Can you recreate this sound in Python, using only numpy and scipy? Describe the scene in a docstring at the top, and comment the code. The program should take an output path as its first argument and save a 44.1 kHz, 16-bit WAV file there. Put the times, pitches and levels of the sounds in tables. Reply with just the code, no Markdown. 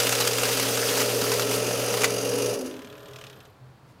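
"""A banknote counter, heard from close by in a small room.
Notes riffle and snap through the rollers as crackling noise bursts, over motor hum, belt rattle and whine.
After the last snap the bare rollers rub and scuff as filtered noise; then the hum is cut and the drive slows.
The stacker wheel whirrs on, its blades ticking as short noise bursts that slow and stop.
Near the end one last faint rustle of paper settles."""
import sys
import numpy as np
from scipy import signal
from scipy.fft import rfft, irfft, next_fast_len
from scipy.io import wavfile
from scipy.ndimage import uniform_filter1d, map_coordinates

SR = 44100
rng = np.random.default_rng(int(sys.argv[2]) if len(sys.argv) > 2 else 0)


def inscribe(sig):
    """Save sig as 16-bit PCM at rate SR to the path in sys.argv[1].

    A 1-D sig is mono; a 2-D sig holds one channel per row.
    Samples are clipped to [-1, 1] before scaling.
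    """
    pcm = np.round(np.clip(np.atleast_2d(sig).T, -1, 1) * 32767)
    wavfile.write(sys.argv[1], SR, pcm.astype(np.int16))


N = 176400  # samples, 4 s

# Paper rustle. Each row: time in seconds, level in dB.
PAPER_LEVEL = [(0, -28), (.3, -31.5), (.48, -29), (.81, -29.5), (.89, -26.5), (.96, -28), (1.02, -26.5),
               (1.05, -30.5), (1.35, -31.5), (1.48, -37), (1.54, -28.5), (1.6, -37.5), (2.04, -35),
               (2.2, -88)]
# Tone of the paper. Each row: frequency in Hz, relative gain in dB.
PAPER_COLOUR = [(470, -6.5), (800, -6.5), (1050, -7.5), (1300, -2), (1840, -5.5), (2750, -3), (4040, -5.5),
                (4810, -3.5), (10700, -9.5), (14800, -10), (15700, -20)]
# Notes snapping through. Each row: start in seconds, relative level in dB.
SNAPS = [(0.0004, -8.5), (0.0322, -11), (0.0615, -26), (0.0684, -7), (0.091, -6), (0.123, -5),
         (0.1298, -13), (0.15, -9), (0.187, -13), (0.2015, -5), (0.2077, -7), (0.218, -10), (0.2502, -10.5),
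         (0.2728, -5.5), (0.31, -11), (0.3326, -9), (0.383, -9.5), (0.432, -8), (0.4524, -11), (0.489, -10),
         (0.515, -11.5), (0.5959, -7), (0.627, -11), (0.652, -11.5), (0.772, -11.5), (0.8698, -15),
         (0.888, -12), (0.9084, -13), (0.948, -17), (0.973, -13), (0.9995, -10.5), (1.0124, -11),
         (1.162, -26), (1.214, -10.5), (1.2394, -14), (1.3165, -9), (1.337, -11), (1.3944, -9.5),
         (1.4194, -11.5), (1.511, -14), (1.533, -19), (1.9389, -10.5), (1.971, -12), (2.007, -14),
         (2.0173, -9.5), (2.034, -9.5), (2.0418, -4)]
# Feed roller speed. Each row: time in seconds, speed in turns per second.
ROLLER_SPEED = [(0, 22.8), (.5, 22.78), (.8, 22.5), (1.1, 23.1), (1.35, 22.9), (1.6, 23.06), (2.54, 23.2),
                (2.68, 18.8), (2.8, 13.6), (2.93, 8)]
# Bare rollers rubbing. Each row: time in seconds, level in dB.
RUB_LEVEL = [(0, -33.5), (1.3, -34), (1.65, -32), (1.9, -32), (2.1, -34), (2.45, -34), (2.55, -38.5),
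             (2.6, -51), (2.68, -45.5), (2.75, -59), (2.95, -86)]
# Tone of the rubbing. Each row: frequency in Hz, relative gain in dB.
RUB_COLOUR = [(700, 1.5), (1100, -1), (3600, -6.5), (6200, -2), (7600, -9), (9500, -4), (11000, -10),
              (13000, -12), (15700, -16.5)]
# Resonances of the roller housing. Each row: frequency in Hz, width in Hz, relative gain in dB.
HOUSING = [(1307, 51, 2), (2430, 180, -3), (2827, 190, 1), (4840, 175, 0.5), (5820, 240, -2),
           (6520, 290, -2.5), (10060, 240, -4), (11750, 140, -6)]
# Rollers scuffing the feed pad. Each row: start in seconds, relative level in dB.
SCUFFS = [(2.1031, -18.5), (2.1376, -22), (2.179, -20.5), (2.214, -21), (2.248, -20.5), (2.2893, -20),
          (2.3515, -23), (2.3836, -19), (2.4205, -19), (2.458, -18.5), (2.4947, -22), (2.538, -20.5),
          (2.588, -26), (2.609, -25.5), (2.658, -28)]
# Overall drive fader. 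Each row: time in seconds, level in dB.
DRIVE_LEVEL = [(0, -31), (.8, -31.5), (1.05, -28.5), (1.4, -30), (1.7, -29), (2.2, -30), (2.45, -29),
               (2.56, -31), (2.7, -38.5), (2.8, -44), (3, -72)]
# Drive whine. Each row: multiple of the roller speed, relative level in dB.
DRIVE_TONES = [(8, -20), (12, -15.5), (16, -19), (18, -8.5), (19, -12.5), (20, -11), (21, -6), (26, -11)]
# Resonances of the plastic case. Each row: frequency in Hz, width in Hz, relative gain in dB.
CASE = [(202, 30, -15.5), (260, 20.3, -8.5), (281.7, 10.4, -7), (384, 23.5, -9.5), (428.7, 26, -4.5),
        (466.2, 47, -1.5), (543, 42, -3), (584, 38, -5), (732, 120, -18), (1326, 43, -18)]
# Tone of the drive rumble. Each row: frequency in Hz, relative gain in dB.
RUMBLE_COLOUR = [(25, -36), (50, -8), (90, 1.5), (160, -2.5), (240, -1), (320, -13.5), (900, 5.5),
                 (1500, -9), (3000, -20)]
# Shudder of the case as the drive slows. 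Each row: time in seconds, level in dB.
SHUDDER_LEVEL = [(2.5, -75), (2.58, -43), (2.655, -33), (2.71, -45), (2.86, -49.5), (2.98, -73)]
# Stacker wheel. Each row: time in seconds, rate in blades per second, whirr fader in dB.
WHEEL = [(0, 38, -51), (2.75, 37.2, -48), (3, 37.7, -48.5), (3.17, 38.3, -49.5), (3.28, 38, -50),
         (3.4, 27, -51.5), (3.5, 17, -57.5), (3.6, 7.4, -90)]
# Singing of the wheel. Each row: multiple of the blade rate, relative level in dB.
WHEEL_TONES = [(8, -12), (11, -7), (14, -14), (15, -10.5), (16, -15), (17, -11), (27, -13), (31, -15)]
# Tone of the whirr. Each row: frequency in Hz, relative gain in dB.
WHEEL_COLOUR = [(270, -13), (308, 6), (345, -13), (416, 13), (450, 5), (650, -0.5), (900, -10), (1170, -2),
                (1800, -4), (2100, -21), (3100, -10.5), (8000, -30), (15000, -39)]
# Bands of brush hiss. Each row: frequency in Hz, width in Hz, relative gain in dB.
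BRUSHES = [(9250, 290, -3), (12450, 490, 0), (13750, 450, -2)]
# Blades flicking the stack. Each row: start in seconds, relative level in dB.
TICKS = [(2.7109, -34.5), (2.7395, -38), (2.765, -36), (2.7912, -34.5), (2.8185, -35.5), (2.8451, -35),
         (2.8715, -38), (2.8986, -38), (2.9255, -37), (2.9523, -42), (2.9782, -39), (3.0035, -41),
         (3.0291, -39.5), (3.0565, -37.5), (3.083, -37), (3.109, -39), (3.1332, -35.5), (3.1595, -32.5),
         (3.1857, -34), (3.2118, -31.5), (3.239, -30), (3.2668, -33.5), (3.2978, -36.5), (3.329, -40.5),
         (3.3637, -44), (3.4027, -38.5), (3.4525, -41)]
# Tone of the ticks. Each row: frequency in Hz, relative gain in dB.
TICK_COLOUR = [(500, -13), (1300, -1.5), (2200, -2), (2550, 4), (2850, 2), (3550, 1.5), (4300, -6),
               (5400, -6), (6500, -7), (8300, -13), (9500, -15), (15000, -22)]
# Tone of the room background. Each row: frequency in Hz, relative gain in dB.
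AIR_COLOUR = [(25, -15), (55, -10.5), (95, 0), (130, 2), (220, -7.5), (1000, -12.5), (3000, -26.5),
              (4500, -27), (5600, -33.5), (15700, -41.5)]

FLUTTER_DB, PATCHY_DB = 1.5, 2.5
CRACKLES_PER_S, CRACKLE_SHARE, SNAP_CRACKLE_SHARE = 1600, 0.35, 0.16
SNAP_DB, SNAP_RISE_S, SNAP_T60_S, SNAP_DULL_HZ = -9.5, 0.0012, 0.051, 11300
SNAP_TIP_DB, SNAP_TIP_RISE_S, SNAP_TIP_T60_S = -13.5, 0.0011, 0.0094
STACK_HZ, STACK_WIDTH_HZ, STACK_DB, STACK_FULL_S = 930, 470, -18, 1.0
SETTLE_S, SETTLE_WIDTH_S, SETTLE_DB = 3.9, 0.03, -68
RUB_SWING_DB, HOUSING_SHARE = 2.5, 0.45
SCUFF_DB, SCUFF_RISE_S, SCUFF_T60_S, SCUFF_BRIGHT_HZ = -2, 0.0025, 0.046, 3500
RATTLE_DB, TONES_DB, RUMBLE_DB = -1.77, -0.5, -15.5
KNOCKS_PER_TURN, KNOCK_SHARE, RATTLE_STEADINESS = 3, 0.74, 0.85
HUM_HZ, HUM_DB, CUT_S, HUM_FADE_S = 119.6, -38.5, 2.515, 0.05
SHUDDER_HZ = 260
WHIRR_DB, WHEEL_TONES_END_S = -1.5, 3.28
BRUSH_DB, BRUSH_SWING_DB = -19, 7.5
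TICK_DB, TICK_RISE_S, TICK_T60_S, TICK_VARIETY_DB = -6, 0.00097, 0.048, 2.2
TICK_TIP_DB, TICK_TIP_HZ, TICK_TIP_RISE_S, TICK_TIP_T60_S = -13, 5800, 0.00023, 0.011
AIR_DB, AIR_DRONE_HZ, AIR_DRONE_DB = -53.5, 129.1, -56.5
ROOM_T60_S, ROOM_DB = 0.33, -11.5
TOP_HZ = 15800


def amp(db):
    """Decibels to gain."""
    return 10 ** (np.asarray(db) / 20)


def unit(x):
    """Scale to rms 1."""
    return x / np.sqrt(np.mean(x ** 2) + 1e-20)


def seconds():
    """The time of every sample."""
    return np.arange(N) / SR


def curves(rows):
    """One value per sample for each column after the time."""
    s, *columns = np.transpose(rows)
    return [np.interp(seconds(), s, column) for column in columns]


def wobble(rate):
    """A smooth random curve, rate knots a second."""
    knots = rng.standard_normal(int(N * rate / SR) + 4)
    return map_coordinates(knots, [np.arange(N) * rate / SR])


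def filtered(x, response):
    """x times a response of frequency."""
    m = next_fast_len(N + SR // 2)
    return irfft(rfft(x, m) * response(np.fft.rfftfreq(m, 1 / SR)), m)[:N]


def coloured(x, points):
    """x shaped by (Hz, dB) points, rolled off below the first, at rms 1."""
    f, db = np.transpose(points)

    def response(hz):
        return amp(np.interp(np.log(hz + 1), np.log(f), db)) * np.minimum(hz / f[0], 1) ** 2

    return unit(filtered(x, response))


def ringing(x, modes):
    """x through parallel resonances of alternating polarity, at rms 1."""
    def response(f):
        total = 0
        for k, (centre, width, db) in enumerate(modes):
            band = 1j * f * width / (centre * centre - f * f + 1j * f * width)
            total = total + (-1) ** k * amp(db) * band
        return total

    return unit(filtered(x, response))


def noise():
    """White noise."""
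    return rng.standard_normal(N)


def narrow(hz, width_hz):
    """A bell-shaped band of noise at rms 1."""
    return unit(filtered(noise(), lambda f: np.exp(-((f - hz) / width_hz) ** 2)))


def blend(a, b, share):
    """Mix by power, share going to b."""
    share = np.clip(share, 0, 1)
    return np.sqrt(1 - share) * unit(a) + np.sqrt(share) * unit(b)


def bursts(rows, rise_s, t60_s):
    """Envelope of blows that rise and die away, overlaps adding in power."""
    power, t = np.zeros(N + SR), np.arange(SR // 4) / SR
    shape = (1 - np.exp(-t / rise_s)) * 10 ** (-3 * t / t60_s)
    for s, db in rows:
        start = max(round(s * SR), 0)
        power[start:][:len(t)] += (amp(db) * shape) ** 2
    return np.sqrt(power[:N])


def tones(turns, orders, drift, waver_db):
    """Multiples of a shaft's rotation, slightly unsteady in phase and level."""
    total = np.zeros(N)
    for k, db in orders:
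        level = np.sqrt(2) * amp(db + waver_db * wobble(5))
        phase = 2 * np.pi * (k * turns + rng.random()) + drift * wobble(8.1)
        total += level * np.sin(phase)
    return total


def patchy(x, depth_db):
    """x with a colour that changes from moment to moment."""
    z = signal.stft(x, nperseg=256)[2]
    field = uniform_filter1d(rng.standard_normal(z.shape), size=7, axis=0)  # smooth over frequency
    field = uniform_filter1d(field, size=6, axis=1)  # and over time
    return signal.istft(z * amp(depth_db * unit(field)), nperseg=256)[1][:N]


def notes(turns):
    """Notes flutter through the rollers, snap into the stacker and finally settle."""
    t = seconds()
    level_db, = curves(PAPER_LEVEL)
    flutter_db = FLUTTER_DB * (np.sin(2 * np.pi * turns) + wobble(90)) / 2
    settle = amp(SETTLE_DB) * np.exp(-((t - SETTLE_S) / SETTLE_WIDTH_S) ** 2)
    rustle = (amp(level_db + flutter_db) + settle) * crackle(CRACKLE_SHARE)

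    snap_envelope = bursts(SNAPS, SNAP_RISE_S, SNAP_T60_S)
    snaps = snap_envelope * crackle(SNAP_CRACKLE_SHARE)
    snaps = filtered(snaps, lambda hz: 1 / np.hypot(1, (hz / SNAP_DULL_HZ) ** 2))
    # the edge strikes first: a shorter burst
    tips = bursts(SNAPS, SNAP_TIP_RISE_S, SNAP_TIP_T60_S) * coloured(noise(), PAPER_COLOUR)
    # a thicker stack gives each landing more body
    stack = np.clip(t / STACK_FULL_S, 0, 1)
    slaps = stack * snap_envelope * narrow(STACK_HZ, STACK_WIDTH_HZ)
    return rustle + amp(SNAP_DB) * snaps + amp(SNAP_TIP_DB) * tips + amp(STACK_DB) * slaps


def crackle(share):
    """Paper: tiny buckling clicks over sliding hiss, its colour shifting as the sheet bends."""
    clicks = (rng.random(N) < CRACKLES_PER_S / SR) * rng.uniform(0.2, 1, N)
    grains = signal.fftconvolve(clicks, np.exp(-np.arange(64) / 10))[:N] * noise()
    return coloured(patchy(blend(noise(), grains, share), PATCHY_DB), PAPER_COLOUR)


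def friction():
    """Rubber sliding: coloured noise blended with noise ringing the roller housing."""
    return blend(coloured(noise(), RUB_COLOUR), ringing(noise(), HOUSING), HOUSING_SHARE)


def rollers(turns):
    """Rubber rollers rub twice a turn, and scuff the feed pad once no paper is left."""
    level_db, = curves(RUB_LEVEL)
    swing_db = RUB_SWING_DB * np.sin(4 * np.pi * turns)
    rub = amp(level_db + swing_db) * friction()
    scuffs = amp(SCUFF_DB) * bursts(SCUFFS, SCUFF_RISE_S, SCUFF_T60_S) * friction()
    return rub + filtered(scuffs, lambda hz: hz / np.hypot(hz, SCUFF_BRIGHT_HZ))


def belt_rattle(turns):
    """The belt knocks the case several times a turn and its resonances ring."""
    knocks = np.diff(np.floor(turns * KNOCKS_PER_TURN), prepend=0) * amp(3.2 * noise())  # uneven force
    knocks = signal.fftconvolve(knocks, np.hanning(SR // 250))[:N] * noise()  # 4 ms each
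    rattle = ringing(blend(noise(), knocks, KNOCK_SHARE), CASE)
    # trim below 150 Hz and above 2500 Hz
    rattle = filtered(rattle, lambda hz: 1 / (1 + (150 / (hz + 1)) ** 6) / (1 + (hz / 2500) ** 2))
    # every turn carries much the same energy
    power = np.abs(uniform_filter1d(rattle ** 2, size=SR // 35)) + 1e-9
    rattle = unit(rattle / power ** (RATTLE_STEADINESS / 2))
    # the knocks soften as the belt slows, leaving the falling tones
    speed, = curves(ROLLER_SPEED)
    return rattle * speed / speed.max()


def drive(turns):
    """The belt drive rattles, rumbles and sings at multiples of the roller speed."""
    level_db, = curves(DRIVE_LEVEL)
    rattle = amp(RATTLE_DB) * belt_rattle(turns)
    whine = amp(TONES_DB) * tones(turns, DRIVE_TONES, drift=0.2, waver_db=3.5)
    rumble = amp(RUMBLE_DB) * coloured(noise(), RUMBLE_COLOUR)
    return amp(level_db) * (rattle + whine + rumble)


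def motor():
    """Mains hum until the power is cut, then a wavering tone as a case resonance shudders."""
    t = seconds()
    power_on = np.clip(1 - (t - CUT_S) / HUM_FADE_S, 0, 1)
    hum = np.sqrt(2) * np.sin(2 * np.pi * HUM_HZ * t) * power_on
    shudder_db, = curves(SHUDDER_LEVEL)
    shudder = np.sqrt(2) * np.sin(2 * np.pi * SHUDDER_HZ * t + wobble(20))
    return amp(HUM_DB + 0.76 * wobble(5.5)) * hum + amp(shudder_db) * shudder


def stacker():
    """A small motor whirrs and its brushes hiss; the wheel's blades flick the stack, slowing to rest."""
    rate, level_db = curves(WHEEL)
    blades = np.cumsum(rate) / SR
    singing = np.clip((WHEEL_TONES_END_S - seconds()) * 10, 0, 1)  # fades out over 0.1 s
    song = singing * tones(blades, WHEEL_TONES, drift=0.23, waver_db=1.5)
    whirr = amp(WHIRR_DB) * coloured(noise(), WHEEL_COLOUR)
    brush_db = BRUSH_DB + BRUSH_SWING_DB * np.sin(4 * np.pi * blades)
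    brushes = amp(brush_db) * ringing(noise(), BRUSHES)

    tick_noise = coloured(patchy(noise(), depth_db=TICK_VARIETY_DB), TICK_COLOUR)
    ticks = bursts(TICKS, TICK_RISE_S, TICK_T60_S) * tick_noise
    # the blade's first contact: a shorter, brighter burst
    tips = bursts(TICKS, TICK_TIP_RISE_S, TICK_TIP_T60_S) * narrow(TICK_TIP_HZ, width_hz=3900)
    return amp(level_db) * (whirr + song + brushes) + amp(TICK_DB) * ticks + amp(TICK_TIP_DB) * tips


def room(x):
    """A short, soft answer from the walls: decaying noise after a 4 ms gap."""
    t = np.arange(SR // 2) / SR
    tail = rng.standard_normal(len(t)) * 10 ** (-3 * t / ROOM_T60_S) * (t > 0.004)
    return x + amp(ROOM_DB) * signal.fftconvolve(x, tail / np.linalg.norm(tail))[:N]


def room_air():
    """Steady background: soft coloured noise and a narrow, drone-like band."""
    drone = narrow(AIR_DRONE_HZ, width_hz=7.1)
    return amp(AIR_DB) * coloured(noise(), AIR_COLOUR) + amp(AIR_DRONE_DB) * drone


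def scene():
    """The machine over a faint room drone, alike in both channels."""
    turns = np.cumsum(curves(ROLLER_SPEED)[0]) / SR
    echoing = room(notes(turns) + rollers(turns) + stacker())
    mono = echoing + drive(turns) + motor() + room_air()  # drive and motor stay dry
    return np.array([mono, mono])


def record(dry):
    """Nothing is kept above the band limit."""
    return np.array([filtered(x, lambda hz: hz < TOP_HZ) for x in dry])


dry = scene()
out = record(dry)
inscribe(out)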